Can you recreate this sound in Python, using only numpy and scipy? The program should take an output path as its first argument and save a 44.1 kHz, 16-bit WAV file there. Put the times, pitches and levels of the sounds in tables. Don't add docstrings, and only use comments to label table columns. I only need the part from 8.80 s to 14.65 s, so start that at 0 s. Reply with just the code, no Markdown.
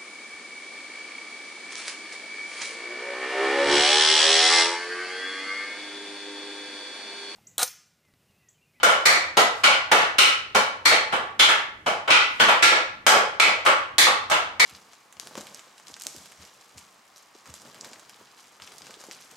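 import sys
import numpy as np
from scipy import signal
from scipy.fft import rfft, irfft, next_fast_len
from scipy.io import wavfile
from scipy.ndimage import uniform_filter1d, map_coordinates

SR = 44100
rng = np.random.default_rng(int(sys.argv[2]) if len(sys.argv) > 2 else 0)


def int16_out(signal):
    q = np.round(np.clip(np.atleast_2d(signal).T, -1, 1) * 32767)
    wavfile.write(sys.argv[1], SR, q.astype(np.int16))


N = 257984
LEAD_S = 1


def amp(db):
    return 10 ** (np.asarray(db) / 20)


def along(points, hz):
    point_hz, values = np.transpose(points)
    return np.interp(np.log(hz + 1), np.log(point_hz + 1), values)


def below(hz, edge_hz):
    return 1 / (1 + (hz / edge_hz) ** 4)


def resonance(hz, centre_hz, width_hz):
    return 1 / (1 + (2 * (hz - centre_hz) / width_hz) ** 2)


def filtered(x, response):
    count = x.shape[-1]
    size = next_fast_len(count + SR // 10)
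    return irfft(rfft(x, size) * response(np.fft.rfftfreq(size, 1 / SR)), size)[..., :count]


def ringing(colour_db, size=8192):
    hz = np.fft.rfftfreq(size, 1 / SR)
    cepstrum = irfft(np.log(amp(colour_db(hz))))
    cepstrum[1:size // 2] *= 2
    cepstrum[size // 2 + 1:] = 0
    return irfft(np.exp(rfft(cepstrum)))


# frequency in Hz, left-right correlation from -1 to 1.
COHERENCE = [(100, 0.98), (290, 0.92), (640, 0.67), (1000, 0.13), (1450, -0.3), (2400, 0.074),
             (15000, -0.029)]

def diffuse_noise(count):
    def mid_side_gains(hz):
        angle = np.arccos(np.clip(along(COHERENCE, hz), -1, 1)) / 2
        return np.array([np.cos(angle), np.sin(angle)])
    mid, side = filtered(rng.standard_normal((2, count)), mid_side_gains)
    return np.array([mid + side, mid - side])


# frequency in Hz, relative level in dB.
HUSH_SPECTRUM = [(20, -8), (45, -1), (70, 0.5), (98, 8.5), (130, -1), (250, 1.5), (600, -4.5), (2000, -44),
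                 (6000, -22), (15000, -36)]

def room_hush(level_db=-56):
    rumble = filtered(diffuse_noise(N), lambda hz: amp(along(HUSH_SPECTRUM, hz)))
    return amp(level_db) * rumble / rumble.std()


# frequency in Hz, time to decay by 60 dB in seconds.
REVERB_TIMES = [(100, 0.28), (260, 0.43), (700, 0.51), (1840, 0.53), (4850, 0.44), (9000, 0.33),
                (14000, 0.25)]
# delay in seconds, level relative to the tail in dB.
REFLECTIONS = [(.0035, 6.5), (.006, 3.5), (0.0234, -2.5)]

def basement_path(roll_s, direct_db=15, blunt_s=0.0016, build_s=0.015, scatter_s=0.0013, cluster_s=0.00035):
    hz, t, bands = signal.stft(diffuse_noise(SR), SR, nperseg=256)
    decay = amp(-60 * t / along(REVERB_TIMES, hz)[:, None])
    path = signal.istft(bands * decay, SR, nperseg=256)[1]
    age = np.arange(1, path.shape[1] + 1) / SR
    path *= 1 - np.exp(-age / build_s) / 2
    for delay_s, db in REFLECTIONS:
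        arrival_s = delay_s + scatter_s * rng.random()
        path *= amp(db * np.exp(-((age - arrival_s) / cluster_s) ** 2))
    path *= 1 - np.exp(-age / roll_s)
    path[:, 0] += amp(direct_db) * np.exp(-roll_s / blunt_s)
    return path


# frequency in Hz, width in Hz, height in dB.
BODY_RESONANCES = [(209, 32, 4), (242, 34, -1), (327, 16, 5), (524.5, 16, 2), (740, 84, 0), (853, 30, 7),
                   (1131, 11.5, 8), (1357, 220, 4), (1984, 13, 9.5), (2257, 37, 6), (2893, 150, -3.5),
                   (2995, 37, 6)]

def stick_colour(hz, ripple_db=2.0, spacing_hz=90):
    mode_index = 2 * np.sqrt(1000 * hz) / spacing_hz
    lesser = ripple_db * map_coordinates(rng.standard_normal(size=1024), [mode_index], mode="wrap")
    return lesser + sum(db * resonance(hz, centre, width) for centre, width, db in BODY_RESONANCES)


def add_blow(out, start_s, db, colour_db, roll_s):
    blow = ringing(lambda hz: colour_db(hz) + stick_colour(hz))
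    heard = signal.fftconvolve(blow[None], basement_path(roll_s), axes=1)
    start = round((start_s + LEAD_S) * SR)
    out[:, start:start + heard.shape[1]] += amp(db) * heard[:, :out.shape[1] - start]


# middle in seconds, half length in seconds, level in dB.
BLADE_SLIDES = [(.79, .05, -53), (1.68, .05, -73), (3.025, 0.036, -76), (3.558, 0.07, -55)]

def blade_slides(low_hz=3000, high_hz=9000):
    t = np.arange(N) / SR
    hiss = filtered(diffuse_noise(N), lambda hz: (1 - below(hz, low_hz)) * below(hz, high_hz))
    pressure = sum(amp(db) * np.exp(-((t - mid_s) / half_s) ** 2) for mid_s, half_s, db in BLADE_SLIDES)
    return pressure * hiss / hiss.std()


# frequency in Hz, level in dB.
FLOOR_SPECTRUM = [(30, -32), (90, -24.5), (160, -15), (330, -12.5), (520, -4), (850, -5.5), (1350, -3.5),
                  (2000, -8.5), (3000, -8), (4200, -16.5), (8500, -22.5), (11000, -30.5), (12800, -31),
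                  (16000, -46)]

def floor_colour(thump_db, clack_db, crack_db, knock_hz, knock_db=4.5):
    def colour(hz):
        thump = thump_db * below(hz, 380)
        knock = knock_db * resonance(hz, knock_hz, width_hz=0.59 * knock_hz)
        clack = clack_db * (1 - below(hz, 1930))
        crack = crack_db * (1 - below(hz, 3550))
        return along(FLOOR_SPECTRUM, hz) + thump + knock + clack + crack
    return colour


# start in seconds, level in dB, brightness in dB, knock frequency in Hz.
FLAT_LANDINGS = [(.06, -2, -5, 570), (.285, -4, -29, 600), (.875, -4, -8, 870), (2.109, -2.5, -3, 555),
                 (2.687, -4.5, 3, 1600), (3.277, -4, -6.5, 850), (3.683, 0, -1.5, 840),
                 (3.916, -3, -27, 560), (4.325, 3, -25, 510), (4.654, -6, -43, 600),
                 (4.8626, 0, -1.5, 1120), (5.269, -3, -12.5, 1000), (5.514, -4, 0.5, 970)]

def flat_landings(thump_db=-5.5, turn_s=4.1, rolling_s=0.0011, square_s=0.000071):
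    out = np.zeros((2, N + LEAD_S * SR))
    for start_s, db, bright_db, knock_hz in FLAT_LANDINGS:
        clack_db = 8 + 0.47 * bright_db
        crack_db = bright_db - clack_db
        colour = floor_colour(thump_db, clack_db, crack_db, knock_hz)
        add_blow(out, start_s, db, colour, rolling_s if start_s < turn_s else square_s)
    return out[:, -N:]


# start in seconds, level in dB, clack in dB, crack in dB, knock frequency in Hz.
EDGE_SLAPS = [(-.22, -7, 13, -5, 900), (0.0318, 3.5, -3, 9, 1490), (0.57, 3, 1, 4, 820),
              (1.1155, 5, 4.5, -0.5, 800), (1.7484, 0, 1.5, 3, 900), (2.322, -7, 5.5, -7.5, 860),
              (3.062, -3.5, -1.5, -1, 720), (3.597, -2, 13, -6.5, 1370), (4.2658, 5.5, 1, 9, 1390),
              (4.852, -7.5, -13, 17, 800), (5.4999, -6, -11.5, 17, 625)]

def floor_slaps(base_roll_s=0.0017, crack_per_halving_db=6):
    out = np.zeros((2, N + LEAD_S * SR))
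    for start_s, db, clack_db, crack_db, knock_hz in EDGE_SLAPS:
        thump_db = -1 - 0.67 * crack_db
        roll_s = base_roll_s * .5 ** (crack_db / crack_per_halving_db)
        add_blow(out, start_s, db, floor_colour(thump_db, clack_db, crack_db, knock_hz), roll_s)
    return out[:, -N:]


# frequency in Hz, level in dB.
PUCK_SPECTRUM = [(30, -26), (90, -22.5), (245, -19.5), (330, -12.5), (520, -9), (850, -5.5), (1350, -4),
                 (3000, -5), (4200, -5.5), (7000, -11.5), (9300, -14.5), (11000, -24), (13000, -23),
                 (16000, -41)]
# frequency in Hz, height in dB when met at the heel, and at the toe.
BLADE_MODES = [(1385, 7.5, -1), (1850, -4, 8), (2250, 5, 6), (2950, 6.5, -5), (4200, 0.5, 5.5)]
# start in seconds, level in dB, crack in dB, roll-on time in seconds,
# place from heel 0 to toe 1, frequency of the favoured ring in Hz, its height in dB.
PUCK_CONTACTS = [(.2554, 1.5, 5.5, .002, 0.88, 2250, 2.5), (.836, 1.5, -2.5, .0025, 0.066, 2220, 2),
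                 (1.3838, 1.5, 4.5, 0.002, 0.16, 2880, 8.5), (2.053, 1.5, 3.5, 0.0037, 0.79, 2110, 1.5),
                 (2.593, -1.5, 2.5, 0.0026, 0, 3400, 8.5), (3.304, 3.5, -8.5, 0.0016, 0.068, 1560, 1.5),
                 (3.8243, 5, 0.5, 0.0034, 0.37, 2520, 2.5), (4.599, -1, -0.5, 0.00022, 0.28, 2320, 7.5),
                 (5.1827, -2, 13, 0.00016, 0.88, 3490, 9.5), (5.797, -4.5, 4, 0.0011, 0.89, 2260, 7.5)]

def puck_clicks(relative_width=0.21, knock_db=-1.0):
    out = np.zeros((2, N + LEAD_S * SR))
    for start_s, db, crack_db, roll_s, place, ring_hz, ring_db in PUCK_CONTACTS:
        modes = [(f, heel_db + place * (toe_db - heel_db)) for f, heel_db, toe_db in BLADE_MODES]
        modes.append((ring_hz, ring_db))

        def colour(hz):
            rings = sum(height * resonance(hz, f, relative_width * f) for f, height in modes)
            hardness = knock_db * below(hz, 1180) + crack_db * (1 - below(hz, 6130))
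            return along(PUCK_SPECTRUM, hz) + rings + hardness
        add_blow(out, start_s, db, colour, roll_s)
    return out[:, -N:]


def scene():
    return floor_slaps() + flat_landings() + puck_clicks() + blade_slides() + room_hush()


def gain_control(x, ceiling_db=-11.0, release_db_per_s=55, window_s=0.0024, attack_s=0.00042):
    power = np.abs(uniform_filter1d(np.mean(x ** 2, axis=0), round(window_s * SR)))
    excess_db = np.maximum(10 * np.log10(power + 1e-12) - ceiling_db, 0)
    recovery_db = release_db_per_s * np.arange(N) / SR
    duck_db = np.maximum.accumulate(excess_db + recovery_db) - recovery_db
    pole = np.exp(-1 / (attack_s * SR))
    return x * amp(-signal.lfilter([1 - pole], [1, -pole], duck_db))


def record(dry, peak=0.9, top_hz=15780, edge_hz=400):
    limited = np.clip(gain_control(dry), -peak, peak)
    return filtered(limited, lambda hz: np.clip((top_hz - hz) / edge_hz + .5, 0, 1))


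dry = scene()
out = record(dry)
int16_out(out)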